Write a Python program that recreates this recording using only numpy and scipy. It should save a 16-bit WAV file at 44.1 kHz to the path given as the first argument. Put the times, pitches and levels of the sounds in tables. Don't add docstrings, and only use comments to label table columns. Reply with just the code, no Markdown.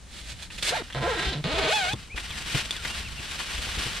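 import sys
import numpy as np
from scipy import signal
from scipy.fft import rfft, irfft, next_fast_len
from scipy.io import wavfile
from scipy.ndimage import uniform_filter1d, map_coordinates

SR = 44100
rng = np.random.default_rng(int(sys.argv[2]) if len(sys.argv) > 2 else 0)


def log_audio(samples):
    frames = np.atleast_2d(samples).T
    limited = np.clip(frames, -1, 1)
    pcm = np.round(limited * 32767).astype(np.int16)
    wavfile.write(sys.argv[1], SR, pcm)


N = 176400

# (frequency [Hz], likeness [-1 to 1])
LIKENESS = [(60, 0.79), (400, 0.84), (1100, 0.55), (2200, 0.61), (4000, 0.86), (8000, -.15)]
# (frequency [Hz], level [dB])
WIND_COLOUR = [(15, -13), (60, 6), (100, -7), (180, -10.5), (300, -23.5), (700, -47.5)]
AIR_COLOUR = [(200, -4), (400, -15), (3500, -20), (9000, -20.5), (15000, -55)]
# (start [s], length [s], first pitch [Hz], middle pitch [Hz], last pitch [Hz])
BIRD_NOTES = [(2.096, 0.065, 2070, 2500, 2400), (2.299, 0.096, 2900, 1970, 1740),
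              (2.744, 0.087, 2260, 1494, 1400), (2.893, 0.06, 2540, 2850, 2600),
              (3.034, 0.054, 2610, 2720, 1950), (3.172, 0.034, 2600, 2740, 2170)]

# (time [s], level [dB], swing rate [Hz])
FLAPS = [(1.263, -18.5, 59), (1.447, -18, 155), (1.933, -19, 126), (2.142, -26, 49), (2.546, -15, 134),
         (3.191, -30.5, 75.6), (3.585, -25, 52), (3.665, -26, 112), (3.771, -21.5, 59), (3.858, -24, 123)]
# (frequency [Hz], level [dB])
PUFF_COLOUR = [(200, 12.5), (1100, -3.5), (15000, -52)]
TIGHT_COLOUR = [(250, -14.5), (600, -6.5), (1100, -11), (1550, -3), (4000, 0), (6000, -8), (8500, -6.5),
                (13000, -23.5), (15500, -37)]
SLACK_COLOUR = [(200, -9.5), (450, -14), (1300, -8), (3000, -3), (4600, -8.5), (6800, -15.5), (8500, -12.5),
                (10500, -22.5), (13000, -26), (15500, -47)]
# (peak time [s], level [dB], rise [s], fall [s])
TUGS = [(.185, -41, 0.1, 0.072), (.305, -38.5, 0.081, 0.052), (.44, -40, 0.091, 0.045),
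        (.535, -39.5, 0.027, 0.071), (.585, -33, 0.01, 0.026), (.63, -25, 0.0042, 0.036),
        (.692, -21.5, 0.058, 0.027)]
GATHERS = [(2.0, -44, 0.06, 0.11), (2.162, -37.5, 0.0056, 0.55), (2.38, -33.5, 0.069, 0.082),
           (2.55, -26.5, 0.12, 0.14), (2.74, -36.5, 0.093, 0.14), (2.858, -33, 0.031, 0.057),
           (2.98, -33.5, 0.24, 0.11), (3.33, -36.5, 0.35, 0.13), (3.41, -31.5, 0.041, 0.05),
           (3.63, -33, 0.43, 0.9), (3.85, -31, 0.13, 0.08)]
# (time [s], level [dB])
STIRRING = [(.68, -64), (.78, -41), (.9, -48), (1.4, -48.5), (2.1, -54), (4, -36.5)]
# (time [s], level [dB])
SNAPS = [(0.5036, -29), (0.581, -31), (0.6265, -34), (0.902, -30.5), (.926, -28.5), (2.1774, -19),
         (2.3065, -25), (2.548, -17.5), (2.593, -23), (2.8502, -19.5), (3.4022, -24)]
# (time [s], level [dB])
CLINKS = [(0.626, -17), (1.933, -21), (2.7084, -12.5), (2.7657, -23)]
# (frequency [Hz], level [dB])
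CLINK_TONES = [(2900, -16), (3500, -0.5), (4500, -11), (8280, -13)]

# (time [s], speed [teeth per s])
PULL_SPEEDS = [
    [(.705, 330), (.728, 705), (.752, 910), (.778, 510), (.80, 433), (.825, 330)],
    [(.942, 123), (1.015, 149), (1.035, 310), (1.055, 360), (1.078, 570), (1.1, 473), (1.133, 415),
     (1.15, 470), (1.18, 300), (1.21, 410), (1.315, 365), (1.36, 138), (1.412, 150)],
    [(1.436, 127), (1.465, 165), (1.49, 260), (1.592, 400), (1.64, 256), (1.675, 372), (1.733, 860),
     (1.768, 850), (1.85, 698), (1.878, 740), (1.935, 890)],
]
# (time [s], level [dB])
TICK_1 = [(0.715, -35), (0.765, -30), (0.825, -44.5)]
TICK_2 = [(0.945, -37.5), (1.26, -29), (1.412, -46)]
TICK_3 = [(1.44, -35), (1.736, -26.5), (1.93, -33)]
# (time [s], level [dB])
BUZZ_1 = [(0.705, -47), (0.729, -26.5), (0.825, -40.5)]
BUZZ_2 = [(0.947, -35.5), (1.02, -32.5), (1.075, -25), (1.19, -35.5), (1.412, -44.5)]
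BUZZ_3 = [(1.44, -35.5), (1.735, -26), (1.93, -35)]
# (time [s], level change [dB], half-length [s])
BITES = [(1.003, -6, 0.015), (1.167, -3, 0.026), (1.245, 0.5, 0.0064), (1.336, 4, 0.01), (1.409, -5, 0.03),
         (1.59, 4.5, 0.0086)]
# (frequency [Hz], level [dB])
TICK_COLOUR = [(400, -30), (1050, -3), (1900, 2), (2700, -0.5), (3800, -1), (4900, -10), (5900, -18),
               (8400, -14.5), (14000, -47)]
CORNER_COLOUR = [(400, -34), (1500, -7.5), (3650, 3), (4800, -5.5), (5700, -15.5), (8400, -20),
                 (14000, -56)]
BUZZ_COLOUR = [(110, -18), (300, -7.5), (460, 8), (850, 2), (1700, -10.5), (4000, -76), (14000, -107)]
SIZZLE_COLOUR = [(2500, -18), (6000, 1.5), (8400, -3), (10500, -6.5), (13000, -15), (15500, -37)]
# (time [s], share [0 to 1])
CORNER_SHARE = [(1.2, 0), (1.3, .9), (1.52, 0.44), (1.76, 0.37)]

STEADY_SPEED = 536
TIME = np.arange(N) / SR


def amp(db):
    return 10 ** (np.asarray(db) / 20)


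def unit(x):
    return x / np.sqrt(np.mean(x ** 2) + 1e-20)


def along(points, hz):
    frequencies, values = np.transpose(points)
    return np.interp(np.log(hz + 1), np.log(frequencies + 1), values)


def curve(rows):
    return np.interp(TIME, *np.transpose(rows))


def wobble(per_s):
    return map_coordinates(rng.standard_normal(int(N * per_s / SR) + 4), [TIME * per_s])


def filtered(x, response):
    size = next_fast_len(N + SR // 4)
    return irfft(rfft(x, size) * response(np.fft.rfftfreq(size, 1 / SR)), size)[..., :N]


def coloured(x, colour):
    size = 8192
    cepstrum = irfft(np.log(amp(along(colour, np.fft.rfftfreq(size, 1 / SR)))))
    cepstrum[1:size // 2] *= 2
    cepstrum[size // 2 + 1:] = 0
    ring = irfft(np.exp(rfft(cepstrum)))[:size // 2]
    return filtered(x, lambda hz: rfft(ring, next_fast_len(N + SR // 4)))


def spread(pair):
    angle = lambda hz: np.arccos(np.clip(along(LIKENESS, hz), -1, 1)) / 2
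    mid, side = filtered(pair, lambda hz: np.array([np.cos(angle(hz)), np.sin(angle(hz))]))
    return np.array([mid + side, mid - side])


def noise(colour, gate=1):
    return unit(spread(coloured(gate * rng.standard_normal((2, N)), colour)))


def steady(x):
    power = np.abs(uniform_filter1d(np.mean(np.atleast_2d(x) ** 2, axis=0), size=700))
    return x / np.sqrt(power + power.max() / 10 ** 4)


def add(track, start, sound):
    part = track[..., max(round(start * SR), 0):][..., :sound.shape[-1]]
    part += sound[..., :part.shape[-1]]


def fade(t, fade_s):
    return amp(-60 * t / fade_s)


def tent(x, walls_db=0.5, delay_s=0.003):
    t = TIME[:SR // 8]
    tail = rng.standard_normal((2, len(t))) * fade(t, 0.045) * (t > delay_s)
    tail /= np.linalg.norm(tail[0])
    walls = amp(walls_db) * signal.fftconvolve(x[None], tail, axes=1)[:, :N]
    return spread(np.array([x + walls[0], 1.31 * walls[1]]))


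def wind(rumble_db=-43.5, air_db=-51):
    gusts_db = curve([(0, -5.5), (0.7, 1)]) + 3.04 * wobble(9.6)
    return amp(rumble_db + gusts_db) * noise(WIND_COLOUR) + amp(air_db) * noise(AIR_COLOUR)


def bird(level_db=-38, waver=0.024):
    song = np.zeros(N)
    for start, length, *pitches in BIRD_NOTES:
        progress = np.linspace(0, 1, int(length * SR))
        hz = np.polyval(np.polyfit([0, 0.5, 1], pitches, 2), progress)
        hz *= 1 + waver * wobble(1220)[:len(hz)]
        level = hz / 2800 * np.sqrt(np.abs(np.sin(np.pi * progress)))
        add(song, start, level * np.sin(2 * np.pi * np.cumsum(hz) / SR))
    return amp(level_db) * song


def flaps(fade_swings=9, attack_s=0.0036, puff_db=-2.5):
    swings, puffs, t = np.zeros(N), np.zeros(N), TIME[:SR // 2]
    for start, db, hz in FLAPS:
        level = amp(db) * fade(t, fade_swings / hz) * (1 - np.exp(-t / attack_s))
        add(swings, start, level * np.sin(2 * np.pi * hz * t))
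        add(puffs, start, level * hz / 158)
    return swings + amp(puff_db) * puffs * noise(PUFF_COLOUR)


def swells(rows, drop_db=14.5, roundness=1.36):
    power = np.zeros(N)
    for peak, db, rise, fall in rows:
        distance = np.abs(TIME - peak) / np.where(TIME < peak, rise, fall)
        power += amp(db - drop_db * distance ** roundness) ** 2
    return np.sqrt(power)


def rustle(level, colour, crinkles_per_s=900, swish_db=-3, crinkle_db=-4.5):
    hits = rng.random(N) < crinkles_per_s / SR
    sizes_db = 4.5 * np.minimum(rng.exponential(size=N), 4)
    clicks = hits * amp(sizes_db) * rng.choice([-1, 1], N)
    crinkles = unit(coloured(tent(clicks), colour))
    flicker = amp(1.23 * wobble(70))
    return level * flicker * (amp(swish_db) * noise(colour) + amp(crinkle_db) * crinkles)


def cloth():
    slack_level = np.hypot(swells(GATHERS), amp(curve(STIRRING)))
    return rustle(swells(TUGS), TIGHT_COLOUR) + rustle(slack_level, SLACK_COLOUR)


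def snaps(crack_db=-11.5, ring_db=4):
    cracks, rings, t = np.zeros(N), np.zeros(N), TIME[:SR // 20]
    hiss = unit(coloured(rng.standard_normal(N), SLACK_COLOUR))
    for start, db in SNAPS:
        hz = 2250 * 2 ** rng.uniform(-0.75, 0.63)
        add(cracks, start, amp(db + crack_db) * fade(t, 0.024))
        add(rings, start, amp(db + ring_db) * fade(t, 0.0044) * np.sin(2 * np.pi * hz * t))
    return tent(cracks * hiss + rings)


def metal_clinks(crack_db=-17):
    rings, cracks, t = np.zeros(N), np.zeros(N), TIME[:SR // 20]
    ring = fade(t, 0.011) * sum(amp(db) * np.sin(2 * np.pi * hz * t) for hz, db in CLINK_TONES)
    for start, db in CLINKS:
        add(rings, start, amp(db) * ring)
        add(cracks, start, amp(db + crack_db) * fade(t, 0.035))
    return tent(rings, walls_db=-6) + cracks * noise(SIZZLE_COLOUR)


def panel_boom(clicks, own_hz=145, width_hz=39, dull_hz=935, level_db=-33.5):
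    resonance = lambda hz: 1j * hz * width_hz / (own_hz ** 2 - hz ** 2 + 1j * hz * width_hz)
    boom = filtered(clicks, resonance) * SR / own_hz
    return amp(level_db) * filtered(boom, lambda hz: 1 / (1 + 1j * hz / dull_hz) ** 2)


def coil(clicks, travel_s=0.002003):
    centred = clicks - uniform_filter1d(clicks, size=500)
    return filtered(centred, lambda hz: np.exp(-4j * np.pi * travel_s * np.sqrt(hz * 1000)))


def tooth_clicks(teeth_passed, speed, jitter_s=0.00006, scatter_db=1):
    at = np.interp(np.arange(1, int(teeth_passed[-1]) + 1), teeth_passed, np.arange(N))
    chance = rng.standard_normal((len(at), 2))
    uneven = np.minimum(STEADY_SPEED / speed[at.astype(int)], 2)
    at += jitter_s * SR * uneven * chance[:, 0]
    sizes = amp(scatter_db * uneven[:, None] * chance[:, 1:])
    nearby = at.astype(int)[:, None] + np.arange(-10, 10)
    offset = nearby - at[:, None]
    shapes = np.sinc(offset) * np.sinc(offset / 10)
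    return np.bincount(nearby.ravel(), (sizes * shapes).ravel(), N)


def slider_tone(x):
    corner = curve(CORNER_SHARE)
    return steady((1 - corner) * coloured(x, TICK_COLOUR) + corner * coloured(x, CORNER_COLOUR))


def slider_ticks(clicks, puffs, speed, stutter_db=1.2):
    octaves = np.log2(speed / STEADY_SPEED)
    scrape = amp(-7 - 3 * np.maximum(octaves, -1)) * slider_tone(spread(puffs * rng.standard_normal((2, N))))
    sizzle = amp(-14 + 5 * octaves) * steady(noise(SIZZLE_COLOUR, puffs))
    return (slider_tone(clicks) + scrape + sizzle) * amp(stutter_db * wobble(70))


def zip_pull(speeds, tick_levels, buzz_levels, waver=0.025):
    moving = (TIME > speeds[0][0]) & (TIME < speeds[-1][0])
    speed = curve(speeds)
    speed *= 1 + waver * np.minimum(STEADY_SPEED / speed, 2) ** 2 * wobble(150)
    teeth_passed = np.cumsum(speed * moving) / SR + 0.5
    clicks = tooth_clicks(teeth_passed, speed)
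    smeared = tent(coil(clicks))
    puffs = moving * np.exp(-3 * (teeth_passed % 1))
    ticks = slider_ticks(smeared, puffs, speed) * amp(curve(tick_levels))
    buzz = steady(coloured(smeared, BUZZ_COLOUR)) * amp(curve(buzz_levels))
    gate = uniform_filter1d(moving.astype(float), size=200)
    bites_db = sum(db * np.exp(-((TIME - at) / half) ** 2) for at, db, half in BITES)
    return gate * amp(bites_db) * (ticks + buzz) + panel_boom(clicks)


def scene():
    pulls = zip(PULL_SPEEDS, [TICK_1, TICK_2, TICK_3], [BUZZ_1, BUZZ_2, BUZZ_3])
    zipper = sum(zip_pull(*pull) for pull in pulls)
    left = np.array([[1], [-1]])
    drift_db = curve([(1, -0.87), (2, 0.68)])
    door = (zipper + cloth() + snaps() + metal_clinks()) * amp(left * drift_db)
    return door + (flaps() + wind()) * amp(left * 0.69) + bird()


def record(dry):
    return filtered(dry, lambda hz: hz < 15600)


dry = scene()
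out = record(dry)
log_audio(out)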